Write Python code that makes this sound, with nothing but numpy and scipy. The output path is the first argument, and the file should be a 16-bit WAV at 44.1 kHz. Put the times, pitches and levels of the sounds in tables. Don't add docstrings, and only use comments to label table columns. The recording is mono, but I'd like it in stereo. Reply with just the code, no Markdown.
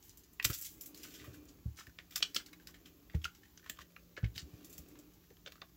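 import sys
import numpy as np
from scipy import signal
from scipy.io import wavfile
from scipy.ndimage import uniform_filter1d

SR = 44100
rng = np.random.default_rng(int(sys.argv[2]) if len(sys.argv) > 2 else 0)


def put_to_file(sound):
    columns = np.atleast_2d(sound).T
    safe = np.clip(columns, -1, 1)
    whole_steps = np.round(safe * 32767)
    wavfile.write(sys.argv[1], SR, whole_steps.astype(np.int16))


def convert_level_to_amplitude(level_db):
    exponent = np.asarray(level_db, float) / 20
    return 10 ** exponent


N = 254076

# frequency [Hz], density [dB per Hz].
PAPER_BODY = [(240, -48), (400, -22.5), (895, -24), (1510, -9), (1950, -9), (2280, -8.5), (3130, -5.5),
              (4320, -8), (5790, -7), (8500, -15.5), (11000, -36), (18700, -120)]
# frequency [Hz], density [dB per Hz].
FIBRE_TREBLE = [(4410, -26), (7500, -3), (9220, -12.5), (12700, -5.5), (13900, -7), (15100, -5),
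                (16000, -4.5)]

# start [s], length [s], level [dB], treble against the level [dB].
SLIDES = [
    (0.0, 0.13, -73.5, 13),
    (0.497, 0.37, -73, 16),
    (0.91, 0.39, -58, -1.5),
    (2.135, 0.24, -60.5, -11),
    (4.3, 0.75, -70.5, -10),
]
SLIDE_IDLE_DB, SLIDE_IDLE_TREBLE_DB, SLIDE_LOWS_DB = -76, -70.5, -74.5
# start [s], length [s], level [dB], centre [Hz], width [Hz].
SMEAR = (3.5, 1, -78.5, 545, 192)

# start [s], length [s], level [dB].
DRAGS = [
    (0.607, 1.11, -61),
    (1.944, 1.38, -69),
    (4.15, 1.136, -62.5),
]
DRAG_IDLE_DB = -75.5
# frequency [Hz], width [Hz], level [dB].
HOLLOW = [(299.6, 26.4, 8), (250, 55, -17), (385, 92, 0), (2400, 180, -5), (1100, 165, -11)]

# frequency [Hz], density [dB per Hz].
AIR = [(15, -31), (25, -10), (59, -2), (175, -11.5), (217, -11.5), (300, -9.5), (800, -22), (1260, -21),
       (2100, -22.5), (7070, -16), (8320, -50), (9780, -34), (11800, -17.5), (15900, -26)]
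AIR_DB = -62
# frequency [Hz], width [Hz], height [dB].
PORT_WHINE = [(12000, 295, 1.5), (15520, 610, 9.5)]
HUM_HZ, HUM_DB = 173.2, -72.5
HUM_START_DB, HUM_RISE_S, HUM_SWELL_DB, HUM_SWELL_S = -14.5, 1.2, 1.5, 2.0
# frequency [Hz], left-right likeness [clipped to -1 to
LIKENESS = [(60, 0.98), (150, 0.25), (380, 0.5), (950, -5.5), (2380, -1), (5980, -0.12), (15000, -0.13)]

# time [s], left against right [dB].
HANDS = [(0.0, 0.5), (0.21, 5), (0.24, -2), (0.71, 3), (1.19, 0), (1.52, 4), (1.89, -2), (1.97, -3),
         (2.09, 0.5), (3.91, -0.5), (3.96, 3.5), (4.04, 2), (4.81, 4), (5.76, 0.5)]
RING_T60, RING_LEFT_DB = 0.025, -14

# time [s], peak [dB], ring [Hz], treble [dB].
SNAPS = [(0.0937, -38, 6850, -4), (0.173, -44, 7040, 5), (0.2353, -44.5, 6660, -7), (0.331, -60, 7420, 18),
         (0.613, -33.5, 7600, 10), (0.8098, -38, 5260, 10), (0.8591, -36.5, 7000, 6.5),
         (0.9455, -38.5, 4300, 1), (2.4612, -36.5, 4370, -6), (4.646, -39.5, 6360, 0.5),
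         (4.697, -47.5, 6460, 10), (4.7283, -39.5, 6900, 2), (4.786, -43.5, 6200, 4),
         (5.135, -51, 6030, -1), (4.885, -56.5, 5000, 11.5), (4.989, -42.5, 7100, -3)]
SNAP_T60 = 0.12
# time [s], peak [dB], ring [Hz].
FIBRES = [
    (0.539, -34, 4540),
    (0.5478, -32.5, 4500),
    (0.576, -40, 6960),
    (0.624, -34, 5150),
    (0.6446, -45, 7220),
    (0.6613, -39.5, 7110),
]
FIBRE_TREBLE_DB, FIBRE_T60 = 10.5, 0.056
# time [s], peak [dB], ring [Hz],
# treble [dB], crackle t60 [s].
MIXED_TICKS = [
    (0.4265, -27.5, 2500, -3, 0.045),
    (2.3612, -17.5, 3260, -29, 0.072),
    (3.6968, -26, 1770, -26, 0.022),
    (2.4, -36, 1540, -30, 0.081),
               (0.531, -27, 5200, 0, 0.03), (0.5875, -38, 7000, 8, 0.04), (0.650, -40, 7000, -2, 0.02),
          (0.6655, -37, 7200, 6, 0.03), (0.9752, -44, 5830, 8, 0.08), (1.0326, -36, 5460, 3, 0.05),
          (1.1408, -38, 5500, -1, 0.05), (1.197, -54, 2200, -15, 0.04), (1.3334, -48, 3930, 0, 0.06),
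          (1.4541, -51, 6950, 7, 0.04), (2.164, -30, 5800, -2, 0.02), (2.18, -32, 5500, 4, 0.02),
          (2.2302, -19.5, 3220, -26.5, 0.02), (2.355, -28, 7200, -8, 0.015), (2.364, -10, 5160, -23, 0.024),
          (3.1346, -46, 2040, -25, 0.05), (3.256, -33, 3300, -16, 0.024), (3.701, -30, 3060, -3, 0.02),
          (3.807, -41, 1740, -12, 0.02), (3.82, -38, 2900, -8, 0.028), (4.402, -38, 5000, -12, 0.02),
          (4.417, -38, 4000, -15, 0.02), (5.48, -38, 4500, -15, 0.02), (5.529, -49.5, 1030, -30, 0.04),
          (5.58, -50, 1300, -30, 0.027), (0.027, -42, 6500, -8, 0.087), (0.193, -49, 7400, 4, 0.03)]

# time [s], peak [dB], ring [Hz], treble [dB], crackle t60 [s].
TUBE = [
    (.397, -25, 1880, -26, 0.0089),
    (.3975, -24, 2580, -27, 0.025),
    (3.9624, -38.5, 2450, -21, 0.05),
    (3.9635, -45, 1220, -28, 0.065),
    (5.6185, -41, 1110, -30, 0.04),
    (3.2525, -25, 1400, -25, 0.025),
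    (1.787, -44, 1330, -30, 0.04),
    (1.806, -44, 1300, -30, 0.04),
]

# time [s], peak [dB], ring [Hz], treble against the peak [dB],
# crackle t60 [s].
CRACKS = [(0.4451, -20, 6000, 7, 0.019), (0.449, -9, 2850, -1, 0.053), (2.3465, -25, 5300, -1.5, 0.13),
          (2.1588, -17.5, 5200, -4, 0.11), (2.2266, -6.5, 3190, -24, 0.036),
          (2.3638, -14, 3260, -25, 0.048), (3.2436, -21, 2930, -16, 0.072),
          (3.6968, -24, 3080, -0.5, 0.038), (2.6718, -34.5, 5700, -4.5, 0.14),
          (3.5757, -36, 6400, -38, 0.05), (4.379, -23.5, 4470, -12, 0.056),
          (4.7805, -36.5, 6440, 9.5, 0.03)]
# time [s], peak [dB], ring [Hz], treble [dB], crackle t60 [s].
RIMS = [
    (1.9872, -31, 2000, -45, 0.089),
    (2.5308, -37, 2270, -7, 0.054),
    (5.5213, -36, 4200, -8, 0.03),
    (5.6173, -30.5, 3480, -33, 0.033),
]

# time [s], peak [dB], upper mode against lower [dB], knock [dB], t60 [s].
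THUMPS = [(0.447, -35.5, 9, -3.5, 0.13), (0.495, -32, 11, -9.5, 0.06), (1.209, -51.5, 0, -9, 0.41),
          (1.272, -46.5, 27, -3.5, 0.24), (1.295, -45.5, 14, -29, 0.24), (1.367, -54.5, -11, -12, 0.22),
          (1.873, -48, -5, -5.5, 0.1), (3.247, -46.5, -29, -5, 0.1), (3.788, -52.5, -10, -24, 0.2),
          (4.358, -46.5, 10, -8, 0.11), (4.423, -42.5, -15, -27, 0.17), (4.532, -43.5, 6, -16, 0.069),
          (4.784, -47.5, -26, -3, 0.16)]
# time [s], peak [dB], upper mode [dB], lower mode [Hz], t60 [s].
LANDINGS = [
    (1.653, -29.5, 1.5, 73.5, 0.22),
    (3.1438, -24, -7, 78, 0.17),
    (4.229, -23, 4.5, 60.8, 0.19),
]
PALM_HZ, LANDING_KNOCK_DB = 290, -20
# time [s], knock [dB], knock [Hz].
RAPS = [(0.503, -42.5, 535), (2.226, -54, 314), (2.357, -42, 293), (3.141, -37, 430), (3.697, -48.5, 316),
        (3.82, -54.5, 322), (4.175, -38, 520), (4.23, -53, 480), (4.604, -57, 250), (4.988, -54, 297),
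        (5.304, -48.5, 398), (5.468, -44, 570), (5.615, -41, 780)]
RAP_KNOCK_DB, RAP_T60 = 17.5, 0.17
TABLE_HZ = 71.6, 110.1, 156

# start [s], length [s], level [dB], treble against the level [dB].
FLEXES = [
    (0.46, 0.26, -63, 8),
    (0.8, 0.1, -68, 7),
    (0.95, 0.2, -65, 1),
    (1.15, 0.22, -67, -8),
    (1.76, 0.08, -65, -6),
    (3.62, 0.22, -68, -8),
    (4.34, 0.09, -62, -8),
    (4.63, 0.2, -71, 4),
]
CREASES_PER_S, CREASE_SPREAD_DB, CREASE_S = 400, 2.6, 0.0012

# time [s], peak [dB], ring [Hz], treble against the peak [dB],
# t60 [s].
SCUFFS = [(0.4928, -28, 1420, 4.5, 0.098), (0.5244, -27, 5660, -12, 0.22), (0.5368, -30, 4600, 1, 0.1),
          (0.5764, -38, 6960, 6.5, 0.16), (0.6246, -44, 5200, 9, 0.22), (0.6404, -27, 7700, -1.5, 0.2),
          (0.826, -42, 5420, 1, 0.11), (0.9645, -39.5, 5820, -4, 0.28), (1.027, -34.5, 2680, 0.5, 0.17),
          (1.1405, -36.5, 3330, -10, 0.19), (1.04, -40, 1310, -18, 0.094), (1.19, -39.5, 2040, -20, 0.26),
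          (1.2341, -42, 1160, -2, 0.29), (1.3337, -45, 1680, 2, 0.18), (1.4795, -41, 6960, -13, 0.11),
          (1.7629, -38.5, 5770, -6, 0.33), (1.779, -36.5, 1370, -6, 0.087), (1.786, -36, 6000, -10, 0.1),
          (1.798, -41, 1330, -20, 0.14), (3.243, -27, 2470, -17, 0.029), (3.8047, -37.5, 1790, -11, 0.057),
          (4.3444, -41, 3520, -8.5, 0.15), (4.3844, -28, 4320, -27, 0.073)]

# time [s], peak [dB], ring [Hz], crackle t60 [s].
TACKS = [(1.868, -38.5, 1780, 0.046), (1.895, -46.5, 1500, 0.025), (2.1096, -40, 5040, 0.085),
         (2.1224, -42.5, 3300, 0.4), (2.485, -50.5, 1650, 0.16), (2.598, -49.5, 1600, 0.18),
         (2.688, -46.5, 1140, 0.15), (2.7425, -42, 1870, 0.14), (2.8578, -40.5, 3160, 0.15),
         (3.1475, -38, 1920, 0.092), (3.2165, -48.5, 3250, 0.4), (3.349, -45, 5250, 0.15),
         (3.4323, -46, 1820, 0.12), (3.4537, -49, 1820, 0.1), (3.5956, -46, 1670, 0.033),
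         (3.641, -46.5, 1770, 0.11), (3.6614, -40, 1100, 0.16), (3.675, -46, 1310, 0.038),
         (3.788, -36, 1080, 0.11), (3.823, -47, 1780, 0.04), (3.9048, -56, 2320, 0.065),
         (4.359, -36, 3600, 0.2), (4.606, -53, 1070, 0.14), (4.913, -54, 2350, 0.03),
         (4.955, -51, 1010, 0.26), (5.109, -65, 1054, 0.07), (5.237, -57, 1530, 0.059),
         (5.3047, -49, 1930, 0.035), (5.5558, -46.5, 1260, 0.073)]
TACK_TREBLE_DB, TACK_TREBLE_DB_PER_OCTAVE = -6, 4.5
# time [s], peak [dB], ring [Hz], crackle t60 [s].
DABS = [(2.2058, -32, 2800, 0.04), (3.0982, -43, 2120, 0.12), (3.6288, -52, 1790, 0.077),
        (3.7724, -46, 3200, 0.061), (4.167, -34.5, 2230, 0.055), (4.1755, -28, 1700, 0.056),
        (4.2297, -43, 1500, 0.089), (4.243, -29.5, 2170, 0.056), (4.262, -43, 3000, 0.032),
        (5.369, -51, 3270, 0.062), (5.462, -28.5, 3430, 0.045), (5.4724, -30.5, 3560, 0.048)]
DAB_TREBLE_DB = -43

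# frequency [Hz], t60 [s].
ROOM = [(200, 0.216), (1000, 0.16), (4000, 0.14), (12000, 0.18)]
ROOM_DB, NEAR_DB, PATHS_PER_S = -4.5, -11.5, 7
# frequency [Hz],
# gain [dB].
RESPONSE = [(20, -22), (45, 3.5), (70, 3), (810, -1), (930, -3), (1100, -0.5), (7700, -8), (8300, -13.5),
            (10200, -7.5), (11200, -6), (15700, -3), (16200, -27), (22050, -16)]
RIGHT_TREBLE_DB = 3

TICK = dict(rise=0.00043, front_db=-2.5, crack_db=-12.0, spread_db=3.0, ring_db=-3.0, sharp=8.0,
            apart=0.76, creak_db=-7.0)
CRACK = dict(rise=0.0004, front_db=1.5, crack_db=14.0, spread_db=2.5, ring_db=-0.5, sharp=5.5,
             apart=1.0, creak_db=-7.0)
TAP = dict(rise=0.0024, front_db=2.5, crack_db=-22, spread_db=1.0, ring_db=15, sharp=9.5,
           apart=0.38, creak_db=-18.0)
RUB = dict(rise=0.012, front_db=-41, crack_db=-17.0, spread_db=1.0, ring_db=-8.5, sharp=6.6,
           apart=1.0, creak_db=-4.0)


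def evened(x):
    return x / np.sqrt(np.mean(x ** 2) + 1e-20)


def read(points, hz):
    f, value = np.transpose(points)
    return np.interp(np.log(hz + 1), np.log(f + 1), value)


def add(mix, s, sound):
    part = mix[..., round(s * SR):][..., :sound.shape[-1]]
    part += sound[..., :part.shape[-1]]


def colour(x, points, tilt_db=0):
    hz = abs(np.fft.fftfreq(4096, 1 / SR))
    below = np.maximum(np.log2(points[0][0] / (hz + 1)), 0)
    above = np.maximum(hz / points[-1][0] - 1, 0) * 10
    tilt = np.clip(tilt_db, -7, 9) * np.log2(np.clip(hz, 600, 9000) / 2500)
    gain_db = np.maximum(read(points, hz) - 20 * (below + above) + tilt, -100)
    log_gain = gain_db * np.log(10) / 20
    taps = np.fft.ifft(np.exp(np.conj(signal.hilbert(log_gain)))).real
    return signal.fftconvolve(np.atleast_2d(x), taps[None, :2048], axes=1)[:, :x.shape[-1]]


def resonate(x, hz, width):
    r = np.exp(-np.pi * width / SR)
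    return 2 * signal.lfilter([1 - r], [1, -r * np.exp(2j * np.pi * hz / SR)], x).real


def stroke_of(start, length, edge):
    u = (np.arange(N) / SR - start) / length
    return np.sin(np.pi / 2 * np.clip(np.minimum(u, 1 - u) / edge, 0, 1)) ** 2


def grit(n, spread_db, apart=0):
    clumps = np.repeat(rng.exponential(1, n // 24 + 1), 24)[:n]
    fibres = rng.standard_normal(n) + apart * rng.standard_normal((2, n))
    return evened(fibres * convert_level_to_amplitude(spread_db * np.minimum(clumps, 4)))


def spread(magnitude):
    a, b, c, d = rng.standard_normal((magnitude.shape[1], 1025, 4)).T
    same = np.clip(read(LIKENESS, np.fft.rfftfreq(2048, 1 / SR)), -1, 1)[:, None]
    left = a + 1j * b
    right = same * left + np.sqrt(1 - same ** 2) * (c + 1j * d)
    z = np.array([left, right]) * magnitude
    return evened(signal.istft(z, nperseg=2048, noverlap=1536)[1][:, :N])


def slide():
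    level, treble = convert_level_to_amplitude(SLIDE_IDLE_DB), convert_level_to_amplitude(SLIDE_IDLE_TREBLE_DB)
    for s, length, db, up_db in SLIDES:
        level = level + convert_level_to_amplitude(db) * stroke_of(s, length, 0.46)
        treble = treble + convert_level_to_amplitude(db + up_db) * stroke_of(s, length, 0.5)
    drive = grit(N, 2.8, apart=1.0)
    body = evened(colour(drive, PAPER_BODY))
    lows = evened(resonate(drive, 1020, 1200))
    start, length, db, hz, width = SMEAR
    smeared = evened(resonate(resonate(drive, hz, width), hz, width))
    smear = convert_level_to_amplitude(db) * stroke_of(start, length, 0.35) * smeared
    fibres = evened(colour(drive, FIBRE_TREBLE))
    return level * body + treble * fibres + convert_level_to_amplitude(SLIDE_LOWS_DB) * lows + smear


def sleeve():
    drag = spread(np.ones((1025, N // 512 + 5))) + 1.04 * rng.standard_normal(N)
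    hollow = sum(convert_level_to_amplitude(db) * resonate(drag, hz, width) / np.sqrt(width) for hz, width, db in HOLLOW)
    level = convert_level_to_amplitude(DRAG_IDLE_DB) + sum(convert_level_to_amplitude(db) * stroke_of(s, length, 0.3) for s, length, db in DRAGS)
    return level * evened(hollow)


def air():
    patches = rng.standard_normal((N // 512 + 5, 1025)).T
    patches = uniform_filter1d(patches, size=20, axis=0)
    patches = evened(uniform_filter1d(patches, size=6, axis=1))
    bins_hz = np.fft.rfftfreq(2048, 1 / SR)
    whine_db = sum(db * np.exp(-((bins_hz - hz) / width) ** 2) for hz, width, db in PORT_WHINE)
    shape_db = read(AIR, bins_hz) + whine_db
    noise = spread(convert_level_to_amplitude(shape_db[:, None] + 1.83 * patches))
    t = np.arange(N) / SR
    waver = 0.3 * evened(resonate(rng.standard_normal(N), HUM_HZ, 6))
    hum = evened(np.sin(2 * np.pi * HUM_HZ * t) + waver)
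    rise_db = HUM_START_DB * np.maximum(1 - t / HUM_RISE_S, 0)
    swell_db = HUM_SWELL_DB * np.cos(2 * np.pi * (t - 2.57) / HUM_SWELL_S)
    return convert_level_to_amplitude(AIR_DB) * noise + convert_level_to_amplitude(HUM_DB + rise_db + swell_db) * hum


def paper(drive, damped, hz, treble_db, tilt_db, ring_db, sharp):
    body = colour(drive, PAPER_BODY, tilt_db)
    dull_db = np.clip(-0.2 * (treble_db + 13.0), 0, 3.5)
    width = hz / sharp
    push = body * damped
    rings = resonate(push, hz, width) + convert_level_to_amplitude(-14.0) * resonate(push, 1.67 * hz, width)
    low = evened(body) + convert_level_to_amplitude(ring_db + dull_db) * evened(rings)
    return evened(low) + convert_level_to_amplitude(treble_db) * evened(colour(drive, FIBRE_TREBLE))


def contacts(rows, lean_db, lean_db_per_octave, rise, front_db, crack_db, spread_db, ring_db, sharp, apart, creak_db):
    lead = 220
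    out, t = np.zeros((2, N)), (np.arange(6000) - lead) / SR
    lead_in = convert_level_to_amplitude(creak_db + 60 * t / 0.043) * (t < 0) * np.clip(1 + t * SR / lead, 0, 1)
    swell = np.sin(np.pi / 2 * np.clip(t / max(rise, 1 / SR), 0, 1)) ** 2
    late = np.maximum(t - rise, 0)
    front = convert_level_to_amplitude(front_db - 60 * late / 0.0069)
    damped = convert_level_to_amplitude(RING_LEFT_DB) + convert_level_to_amplitude(-60 * late / RING_T60)
    for s, db, hz, treble_db, t60 in rows:
        tilt_db = lean_db + lean_db_per_octave * np.log2(hz / 2500)
        stroke = lead_in + swell * (convert_level_to_amplitude(-60 * late / max(t60, 0.01)) + front)
        side = convert_level_to_amplitude(np.interp(s, *np.transpose(HANDS)) * np.array([[0.5], [-0.5]]))
        grains = grit(len(t), spread_db, apart)
        grains[:, lead + 8] += convert_level_to_amplitude(crack_db)
        grains[1] = np.roll(grains[1], rng.integers(-1, 2))
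        size = convert_level_to_amplitude(db - 12.0) * np.sqrt(np.mean(stroke ** 2))
        sound = paper(stroke * grains, damped, hz, treble_db, tilt_db, ring_db, sharp)
        add(out, s - lead / SR, size * side * sound)
    return out


def snaps():
    flap = [(*row, SNAP_T60) for row in SNAPS]
    fibres = [(*row, FIBRE_TREBLE_DB, FIBRE_T60) for row in FIBRES]
    return contacts(flap + fibres + MIXED_TICKS, 0.41, 5.1, **TICK)


def tube_taps():
    return contacts(TUBE, -5, 0.3, **TAP)


def cracks():
    return contacts(CRACKS, 0.86, 0.3, **CRACK) + contacts(RIMS, -3.0, 1.5, **CRACK)


def thumps():
    out, t = np.zeros((2, N)), np.arange(12000) / SR
    hands = [(*row, PALM_HZ, TABLE_HZ[0]) for row in THUMPS]
    landings = [(s, db, upper_db, LANDING_KNOCK_DB, t60, PALM_HZ, hz) for s, db, upper_db, hz, t60 in LANDINGS]
    raps = [(s, db - RAP_KNOCK_DB, 0, RAP_KNOCK_DB, RAP_T60, hz, TABLE_HZ[0]) for s, db, hz in RAPS]
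    for s, db, upper_db, knock_db, t60, knock_hz, low_hz in hands + landings + raps:
        low, upper, top = (np.sin(2 * np.pi * hz * (t - 0.0065)) for hz in (low_hz, *TABLE_HZ[1:]))
        press = np.minimum(t / 0.00846, 1) ** 2 * convert_level_to_amplitude(-60 * t / max(t60, 0.03))
        modes = press * (low + convert_level_to_amplitude(upper_db - 70 * t) * upper + convert_level_to_amplitude(-2 - 60 * t / 0.18) * top)
        blow = rng.standard_normal(len(t)) * np.minimum(t / 0.0029, 1) * convert_level_to_amplitude(-60 * t / 0.086)
        knock = 0
        for hz, share in ((knock_hz, 1), (1.84 * knock_hz, 0.35)):
            knock = knock + share * resonate(resonate(blow, hz, 0.35 * hz), hz, 1.23 * hz)
        modes = np.array([modes, np.roll(modes, round(0.00018 * SR))])
        knock = np.array([knock, np.roll(knock, round(0.00047 * SR))])
        add(out, s, convert_level_to_amplitude(db) * (modes / abs(modes).max() + convert_level_to_amplitude(knock_db) * knock / abs(knock).max()))
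    return out * convert_level_to_amplitude([[-0.3], [0.3]])


def creases():
    sizes = convert_level_to_amplitude(CREASE_SPREAD_DB * np.minimum(rng.exponential(1, N), 3))
    starts = (rng.random(N) < CREASES_PER_S / SR) * sizes
    bursts = signal.lfilter([1], [1, -np.exp(-1 / (CREASE_S * SR))], starts)
    drive = bursts * (rng.standard_normal(N) + 0.9 * rng.standard_normal((2, N)))
    level = sum(convert_level_to_amplitude(db) * stroke_of(s, length, 0.3) for s, length, db, _ in FLEXES)
    treble = sum(convert_level_to_amplitude(db + up_db) * stroke_of(s, length, 0.3) for s, length, db, up_db in FLEXES)
    return level * evened(colour(drive, PAPER_BODY)) + treble * evened(colour(drive, FIBRE_TREBLE))


def scuffs():
    return contacts(SCUFFS, 1.35, 5.4, **RUB)


def tacks():
    rows = []
    for s, db, hz, t60 in TACKS:
        treble_db = TACK_TREBLE_DB + TACK_TREBLE_DB_PER_OCTAVE * np.log2(hz / 2500)
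        rows.append((s, db, hz, treble_db, t60))
    return contacts(rows, -1.9, 1.5, **TICK)


def dabs():
    rows = [(s, db, hz, DAB_TREBLE_DB, t60) for s, db, hz, t60 in DABS]
    return contacts(rows, -4.5, 0.22, **TICK)


def room(x):
    n = SR // 4
    out, turn = np.zeros((2, N)), np.arange(N) / SR * PATHS_PER_S
    for k in range(3):
        taps = np.zeros((2, n))
        at = np.arange(40, n - 20, 20) + rng.integers(0, 20, (2, (n - 41) // 20))
        np.put_along_axis(taps, at, rng.choice([-1., 1.], at.shape), 1)
        near = taps * convert_level_to_amplitude(-60 * np.arange(n) / SR / 0.011)
        hz, t, z = signal.stft(taps, SR, nperseg=256)
        decay = convert_level_to_amplitude(-60 * t / read(ROOM, hz)[:, None])
        tail = signal.istft(z * decay, SR, nperseg=256)[1][:, :n]
        echo = convert_level_to_amplitude(NEAR_DB) * near / np.linalg.norm(near[0]) + convert_level_to_amplitude(ROOM_DB) * tail / np.linalg.norm(tail[0])
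        share = np.sqrt(2 / 3) * np.cos(np.pi * (turn + k) / 3)
        out += signal.oaconvolve((share * x)[None], echo, axes=1)[:, :N]
    return out


def scene():
    strokes = slide() + creases() + scuffs()
    clicks = snaps() + tube_taps() + cracks() + tacks() + dabs()
    sheet = strokes + clicks
    return sheet + room(sheet.mean(0)) + thumps() + sleeve() + air()


def roll_off(x):
    return signal.sosfilt(signal.butter(12, 17170, fs=SR, output="sos"), x)


def record(dry):
    heard = colour(dry, RESPONSE)
    treble = signal.lfilter(*signal.butter(2, 6500, "high", fs=SR), heard)
    balance = convert_level_to_amplitude([[-RIGHT_TREBLE_DB / 2], [RIGHT_TREBLE_DB / 2]])
    heard = heard + treble * (balance - 1)
    return roll_off(heard)


dry = scene()
out = record(dry)
put_to_file(out)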